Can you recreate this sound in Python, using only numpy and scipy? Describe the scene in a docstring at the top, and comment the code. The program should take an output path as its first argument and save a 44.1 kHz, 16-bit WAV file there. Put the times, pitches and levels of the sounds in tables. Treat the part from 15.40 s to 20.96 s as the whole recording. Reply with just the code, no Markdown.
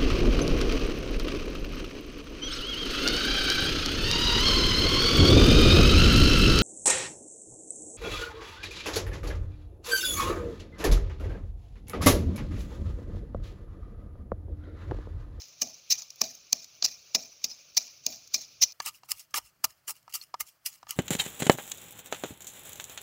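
"""Out in the fields, a wooden pestle pounds coarse salt in a clay mortar on a slatted bamboo table.
Each stroke crushes grains, rings the bowl, shakes the slats and thuds through the legs into the soil.
Loose salt slides and ticks between strokes, over a hush of open air and a far rumble. A distant, peaky
microphone hears the first strokes; then a close, flatter one takes over and catches puffs of wind."""
import sys
import numpy as np
from scipy import signal
from scipy.fft import rfft, irfft, next_fast_len
from scipy.io import wavfile
from scipy.ndimage import uniform_filter1d, map_coordinates

SR = 44100
rng = np.random.default_rng(int(sys.argv[2]) if len(sys.argv) > 2 else 0)


def int16_out(signal):
    """Quantize to a 16-bit WAV file."""
    q = np.round(np.clip(np.atleast_2d(signal).T, -1, 1) * 32767)
    wavfile.write(sys.argv[1], SR, q.astype(np.int16))


N = 245195
TIME = np.arange(N) / SR
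SWITCH_S = 3.33  # the close microphone takes over; paired settings are (distant, close)


def amp(db):
    return 10 ** (np.asarray(db) / 20)


def unit(x):
    return x / np.sqrt(np.mean(x ** 2) + 1e-20)


def along(points, hz):
    """Interpolate (Hz, value) points on a log axis."""
    f, v = np.transpose(points)
    return np.interp(np.log(hz + 1), np.log(f + 1), v)


def peak(hz, centre, width, db):
    """A resonant bump or dip, in dB."""
    return db / (1 + (2 * (hz - centre) / width) ** 2)


def wobble(rate):
    """A smooth random curve, rate knots a second."""
    return map_coordinates(rng.standard_normal(N // 20), [TIME * rate])


def filtered(x, response):
    """x times a complex response of frequency."""
    size = next_fast_len(N + SR // 2)
    return irfft(rfft(x, size) * response(np.fft.rfftfreq(size, 1 / SR)), size)[..., :N]


def band(x, low_hz, high_hz):
    """The part of x between two soft edges."""
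    under = lambda hz, edge: 1 / (1 + (hz / edge) ** 8)
    return filtered(x, lambda hz: under(hz, high_hz) - under(hz, low_hz))


def coloured(x, db_of):
    """x through a causal filter of energy 1, shaped by a dB curve."""
    hz = np.fft.rfftfreq(2048, 1 / SR)
    cepstrum = irfft(np.log(amp(db_of(hz)) + 1e-6))
    cepstrum[1:len(hz) - 1] *= 2
    cepstrum[len(hz):] = 0
    pulse = irfft(np.exp(rfft(cepstrum)))
    return signal.fftconvolve(x, pulse[None] / np.linalg.norm(pulse), axes=1)[:, :N]


def patchy(x, depth_db):
    """x with its colour shifting from moment to moment."""
    frames = signal.stft(x, nperseg=256)[2]
    field = uniform_filter1d(rng.standard_normal(frames.shape), size=2, axis=0)
    field = uniform_filter1d(field, size=6, axis=1)
    return signal.istft(frames * amp(depth_db * unit(field)), nperseg=256)[1][:N]


def close_mic():
    """0 on the distant microphone, 1 on the close one, with a 6 ms crossfade."""
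    return np.clip((TIME - SWITCH_S) / .006 + .5, 0, 1)


# Open air at each microphone, and a rumble far off: (frequency [Hz], relative level [dB])
HUSH_DISTANT = [(180, -47.5), (300, -18.5), (585, -7.5), (951, -20), (1160, -11.5), (1920, -18.5),
                (2380, -5), (3280, -9), (6180, -0.5), (6720, -7.5), (8210, -34.5), (10900, -21.5),
                (13600, -36), (15200, -9), (16300, -38.5)]
HUSH_CLOSE = [(200, -31), (350, -13.5), (650, -1), (800, -6.5), (1250, -1), (1900, -5.5), (2500, -8),
              (3100, -8), (3700, -15), (4300, -8), (5000, -8.5), (8000, -13.5), (11000, -14.5),
              (14000, -10), (16300, -9.5)]
FAR_RUMBLE = [(15, -34), (25, -9), (71, -0.5), (130, 4), (243, -7.5), (282, -5.5), (400, -10), (520, -40),
              (880, -120)]


def field_air():
    """The hush of the fields, wavering a little, over a lumpy far rumble."""
    def noise(spectrum, depth_db):
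        restless = patchy(rng.standard_normal(N), depth_db)
        return unit(filtered(restless, lambda hz: amp(along(spectrum, hz))))

    close = close_mic()
    hush = amp(-59) * noise(HUSH_DISTANT, 2.3) * (1 - close) + amp(-70) * noise(HUSH_CLOSE, 1.5) * close
    rumble_db = -74.5 - 3.5 * close + 1.8 * wobble(7.4) + 0.94 * wobble(3.8)
    return hush * amp(1.2 * wobble(37)) + amp(rumble_db) * noise(FAR_RUMBLE, 0.93)


# Strokes into the salt, timed at full pressure; levels are relative within each column:
# (time [s], table thump [dB], wait before lifting [ms], crush [dB], rise [ms], hold [ms], fall [ms],
# treble [dB], lows [dB], settling [dB], slide on lifting [dB], bowl [dB], slat buzz [dB],
# tilt toward high modes [dB])
STROKES = [(0.217, -55, 50, -20, 13, 2.3, 44, 0, -9, -40.5, -46.5, -30.5, -32.5, 7.5),
           (0.505, -69, 50, -16.5, 14.5, 17.8, 53, -1, -9, -37, -43, -41, -53, -2),
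           (0.815, -43.5, 58, -17.5, 12, 2.33, 15, 3.5, 18, -39, -43, -21.5, -31.5, 3),
           (1.129, -54, 67, -13.5, 10.5, 1.96, 6.7, 0.5, 8.5, -43, -47, -30, -41, 0),
           (1.447, -73, 52, -17.5, 38, 13.4, 24, -3, 6, -40, -46.5, -46, -55, 0),
           (1.749, -45, 73, -15, 9, 1.12, 58, -2.5, 8.5, -40.5, -43, -37, -31, 13),
           (2.043, -56, 64, -19, 10, 0.78, 38, -1, -21, -43.5, -46, -51, -43.5, 15.5),
           (2.37, -60.5, 68, -19.5, 9, 8.8, 25, 5.5, 8, -40, -45, -39, -44, -7),
           (2.665, -49.5, 78, -18.5, 6.8, 2.24, 5.6, 3.5, -11, -40, -44.5, -43, -34.5, 0),
           (2.942, -65.5, 65, -17.5, 17, 3.2, 73, 0.5, -2.5, -42.5, -41, -39.5, -39, 15.5),
           (3.222, -69, 48, -16, 25, 14.5, 35, 0, 2.5, -41.5, -47, -39, -56.5, -1.5),
           (3.466, -60, 52, -32.5, 97, 23.2, 53, -3.5, -1.5, -67, -54, -29, -50, 5),
           (3.718, -78.5, 65.4, -20, 43, 0.68, 13, 3, -6.5, -61.5, -47, -48, -66, 15),
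           (3.942, -76, 69, -27.5, 3.1, 40, 44, -2.5, 6.5, -54.5, -56, -55, -69, 0),
           (4.243, -42.5, 42, -19.5, 10.6, 4.33, 29, 1.5, 1, -53.5, -58.5, -20.5, -29.5, -7.5),
           (4.481, -72, 46, -35, 23, 29.2, 47, 3.5, 4.5, -65, -59.5, -45, -56.5, 17.5),
           (4.739, -78.5, 59, -32, 12, 17.4, 82, 3.5, -5, -59.5, -53, -64, -65, 0),
           (5.003, -63, 59, -32.5, 18, 9.4, 44, 5, 2, -59, -54, -37.5, -48, -3),
           (5.261, -68, 68.4, -29, 21, 1.59, 93, 5, -11, -58, -50.5, -67, -63, -4),
           (5.493, -80, 74, -39, 37, 28.6, 82, -3.5, -2, -56.5, -61, -66, -65, 0)]
# The pestle glances off the bowl's wall: (time [s], table thump [dB], crush [dB], lows [dB],
# bowl [dB], slat buzz [dB], tilt toward high modes [dB])
GLANCES = [(1.425, -65, -17, 8.5, -38, -39, 13), (3.402, -61.5, -23, -1.5, -18.5, -45, 5.5),
           (3.634, -76, -49, 3.5, -39.5, -58, -6), (3.942, -61, -22, 5, -20.5, -48, 12),
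           (4.679, -78, -51, 16, -37, -68, -1), (4.942, -74, -35.5, 13, -20.5, -47.5, -4),
           (5.43, -70, -49, 14.5, -35, -52, -5), (5.469, -74, -50.5, 10.5, -38, -55, 4)]
# Single crystals crack: (time [s], level [dB], treble [dB])
CRACKS = [(0.019, -41.5, -6), (0.039, -45, -8.5), (0.62, -38.5, -5), (0.704, -39, 3.5), (0.758, -51.5, 10),
          (0.839, -39, -1), (0.951, -50.5, 11.5), (1.244, -44.5, 2.5), (2.347, -48, -3), (3.216, -42, 3),
          (2.875, -57.5, 17), (3.321, -42, 3), (3.509, -54, -8), (4.305, -50, -8), (4.565, -57, 4),
          (3.461, -34.5, 5), (4.628, -60.5, -2), (4.713, -56, -6), (4.725, -42, -7), (4.755, -39, 12),
          (4.814, -42.5, -12), (5.008, -34.5, 10), (5.328, -50, -4), (5.34, -50, -6), (5.508, -28, 6)]
# The pestle drags through salt: (time [s], level [dB], hold [ms])
DRAGS = [(3.419, -46.5, 11), (3.645, -64, 16), (3.689, -44.5, 38), (3.908, -60.5, 1.6), (4.696, -57.5, 36)]
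# Loose salt, distant then close: (rise [ms], hold [ms], fall [ms], treble [dB], lows [dB])
SETTLE_SHAPE = (90, 3, 540, -0.2, 11.5), (40.4, 9.9, 250, 1.5, 10)
SLIDE_SHAPE = (140, 13, 100, -2, -4.5), (160, 22.2, 124, 0.1, -13)


def salt_presses():
    """Every push on the salt: (time [s], level [dB], rise, hold, fall [ms], treble, lows [dB])."""
    rows = [(0.0044, -46.5, *SETTLE_SHAPE[0])]  # still settling from an earlier stroke
    for s, _, wait, db, rise, hold, fall, treble_db, low_db, settle_db, slide_db, *_ in STROKES:
        end, mic = s + hold / 1000, int(s > SWITCH_S)
        rows.append((s, db, rise, hold, fall, treble_db, low_db))
        rows.append((end, settle_db, *SETTLE_SHAPE[mic]))
        rows.append((end + wait / 1000, slide_db, *SLIDE_SHAPE[mic]))
    rows += [(s, db, 6.4, 1.4, 19, -22, low_db) for s, _, db, low_db, *_ in GLANCES]
    rows += [(s, db, 4.8, 2.4, 15, treble_db, -15) for s, db, treble_db in CRACKS]
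    return rows + [(s, db, 9, hold, 60, 0, 0) for s, db, hold in DRAGS]


# Crushed salt at each microphone: (frequency [Hz], relative level [dB])
CRUNCH_DISTANT = [(180, -73), (300, -47.5), (728, -28.5), (1180, -30), (1540, -34), (2420, -15.5),
                  (3220, -18.5), (4000, -8), (6080, 3), (7190, -11), (8350, -31.5), (10700, -24.5),
                  (13600, -24), (15000, -12), (16300, -25)]
CRUNCH_CLOSE = [(180, -52.5), (300, -24.5), (658, -22), (919, -5), (1070, -10.5), (1220, 1.5), (1570, -19),
                (2160, -5), (2510, -13), (2770, 0.5), (3170, -7), (3700, -12.5), (4300, -4), (5320, -1.5),
                (9230, -7), (15200, -6), (16300, -4.5)]
# The bowl resonating under the salt: (frequency [Hz], width [Hz], boost [dB])
BOWL_RESONANCES = [(1170, 87, -0.5), (2186, 150, -2.5), (2412, 146, 8.5), (2780, 170, 0), (5270, 180, 2),
                   (5975, 380, -1.5)]


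def salt_crunch(snaps_per_s=1500):
    """Crystals snap at random, of very uneven size, as hard as the pestle presses."""
    snapping = rng.random(N) < snaps_per_s / SR
    sizes = amp(3.5 * np.minimum(rng.exponential(size=N), 2.5))
    snaps = snapping * sizes * rng.choice([-1, 1], N)
    clumps = amp(1.3 * wobble(400) + 2.15 * wobble(70))
    grit = unit(clumps * patchy(rng.standard_normal(N) + 0.68 * unit(snaps), depth_db=4))
    power = np.zeros((2, 3, N))  # microphone, band, sample
    for s, db, *ms, treble_db, low_db in salt_presses():
        rise, hold, fall = np.maximum(ms, .5) / 1000
        span = slice(max(0, round((s - rise) * SR)), round((s + hold + fall) * SR))
        slack = np.clip((s - TIME[span]) / rise, 0, 1) + np.clip((TIME[span] - s - hold) / fall, 0, 1)
        bands_db = np.array([[low_db], [0], [treble_db]])
        power[int(s > SWITCH_S), :, span] += amp(db - 60 * slack + bands_db) ** 2
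        grit[min(N - 1, round(SR * (s + hold / 2)))] = 7  # one big crystal breaks at full pressure
    ring_db = lambda hz: sum(peak(hz, *resonance) for resonance in BOWL_RESONANCES)
    crunch = np.zeros(N)
    for force, spectrum, gate in zip(np.sqrt(power), (CRUNCH_DISTANT, CRUNCH_CLOSE), (1 - close_mic(), 1)):
        low, mid, high = coloured(grit * force * gate, lambda hz: along(spectrum, hz) + ring_db(hz))
        crunch += band(low, 20, 1705) + band(mid, 1580, 7020) + band(high, 6770, 22000)
    return crunch


# The clay bowl's modes: (frequency [Hz], level [dB], time to fall 60 dB [s])
CLAY_MODES = [(790, -9.5, 0.026), (952, 4.5, 0.015), (1160, -6.5, 0.029), (1712, -7.5, 0.025),
              (2200, -2, 0.0072), (2800, -5, 0.015), (3340, -10.5, .02), (5300, -8.5, 0.0089)]


def bowl_knocks(contact_s=0.00042):
    """Each knock of the pestle rings the clay's modes, a little off pitch every time."""
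    bowl, t = np.zeros(N + SR), np.arange(SR // 2) / SR
    for s, *_, bowl_db, _, tilt_db in STROKES + GLANCES:
        ring = np.zeros(len(t))
        for hz, db, t60 in CLAY_MODES:
            spot_db = tilt_db * np.clip(np.log(hz / 1000) / 0.13, -1, 1)  # the spot struck tilts the modes
            dip_db = 0 if s > SWITCH_S else peak(hz, 960, 160, -12)  # the distant microphone's notch
            softness = 1 + (hz * contact_s) ** 4  # a longer contact is duller
            tone = np.sin(2 * np.pi * hz * rng.normal(1, 0.014) * t)
            ring += amp(db + spot_db + dip_db - 60 * t / t60) * tone / softness
        bowl[round(s * SR):][:len(t)] += amp(bowl_db - 5) * ring * (1 - np.exp(-t / 0.001))
    return bowl[:N]


# The bamboo slats under the mortar: (frequency [Hz], width [Hz], level [dB])
SLAT_MODES = [(149.8, 98, -8), (250.6, 41.7, 2), (447, 130, -9.5), (660, 58, 0), (840, 59, -12)]


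def table_shake(mic_thump_db=(-3, -10), mic_buzz_db=(10.5, -1.5), buzz_t60_s=(.28, .12)):
    """A short push thumps the table, then its slats buzz; being light, they radiate little deep bass."""
    shake, t = np.zeros(N + SR), np.arange(SR // 2) / SR
    for s, thump_db, *_, buzz_db, _ in STROKES + GLANCES:
        mic = int(s > SWITCH_S)
        push = unit(t * np.exp(-t / 0.0008)) * amp(thump_db + mic_thump_db[mic])
        buzz = amp(buzz_db + mic_buzz_db[mic] - 60 * t / buzz_t60_s[mic]) * rng.standard_normal(len(t))
        shake[round(s * SR):][:len(t)] += push + buzz
    wood = lambda hz: sum((-1) ** k * amp(db) * 1j * hz * width / (centre ** 2 - hz ** 2 + 1j * hz * width)
                          for k, (centre, width, db) in enumerate(SLAT_MODES))
    return filtered(shake[:N], lambda hz: wood(hz) * (1j * hz / (170 + 1j * hz)) ** 2)


def ground_thuds(t60_s=.25):
    """The table's legs thud on the soil under each knock, 0.4 dB louder per dB of thump."""
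    force = sum(amp(-66 + .4 * (thump_db + 60) - 60 * np.abs(TIME - s) / t60_s) * (TIME > s)
                for s, thump_db, *_ in STROKES + GLANCES)
    soil = unit(band(rng.standard_normal(N), 40, 170))
    return band(force * soil, 30, 220)


# Crystals ringing in the bowl: (time [s], frequency [Hz], level [dB], time to fall 60 dB [s])
RINGING_CRYSTALS = [(1.425, 5100, -35, 0.0097), (2.115, 5120, -32.5, 0.054), (4.814, 4350, -35, 0.037),
                    (5.009, 2120, -32.5, 0.043), (5.262, 4990, -27, 0.048)]


def crystal_pings():
    """Now and then a crystal rings briefly with one damped tone."""
    return sum(amp(db - 60 * np.abs(TIME - s) / t60) * np.sin(2 * np.pi * hz * (TIME - s)) * (TIME > s)
               for s, hz, db, t60 in RINGING_CRYSTALS)


# Wind on the close microphone: (time [s], level [dB], width [s])
GUSTS = [(3.75, -64.5, .03), (4.0, -66, 0.068), (5.03, -68, 0.032)]


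def wind_puffs():
    """Air brushes the microphone in short, low flutters."""
    gusts = sum(amp(db) * np.exp(-((TIME - s) / width) ** 2) for s, db, width in GUSTS)
    return gusts * unit(band(rng.standard_normal(N), 35, 110))


def scene():
    """The mortar and its table in the open air, in mono."""
    pounding = salt_crunch() + bowl_knocks() + table_shake() + ground_thuds() + crystal_pings()
    return (field_air() + pounding + wind_puffs())[None]


def record(dry):
    """The recorder thins the deepest bass and keeps nothing above its band limit."""
    bass_hz, top_hz = 32, 16300
    top = lambda hz: np.sin(np.pi / 2 * np.clip((top_hz - hz) / 700, 0, 1)) ** 2
    return filtered(dry, lambda hz: (1j * hz / (bass_hz + 1j * hz)) ** 2 * top(hz))


dry = scene()
out = record(dry)
int16_out(out)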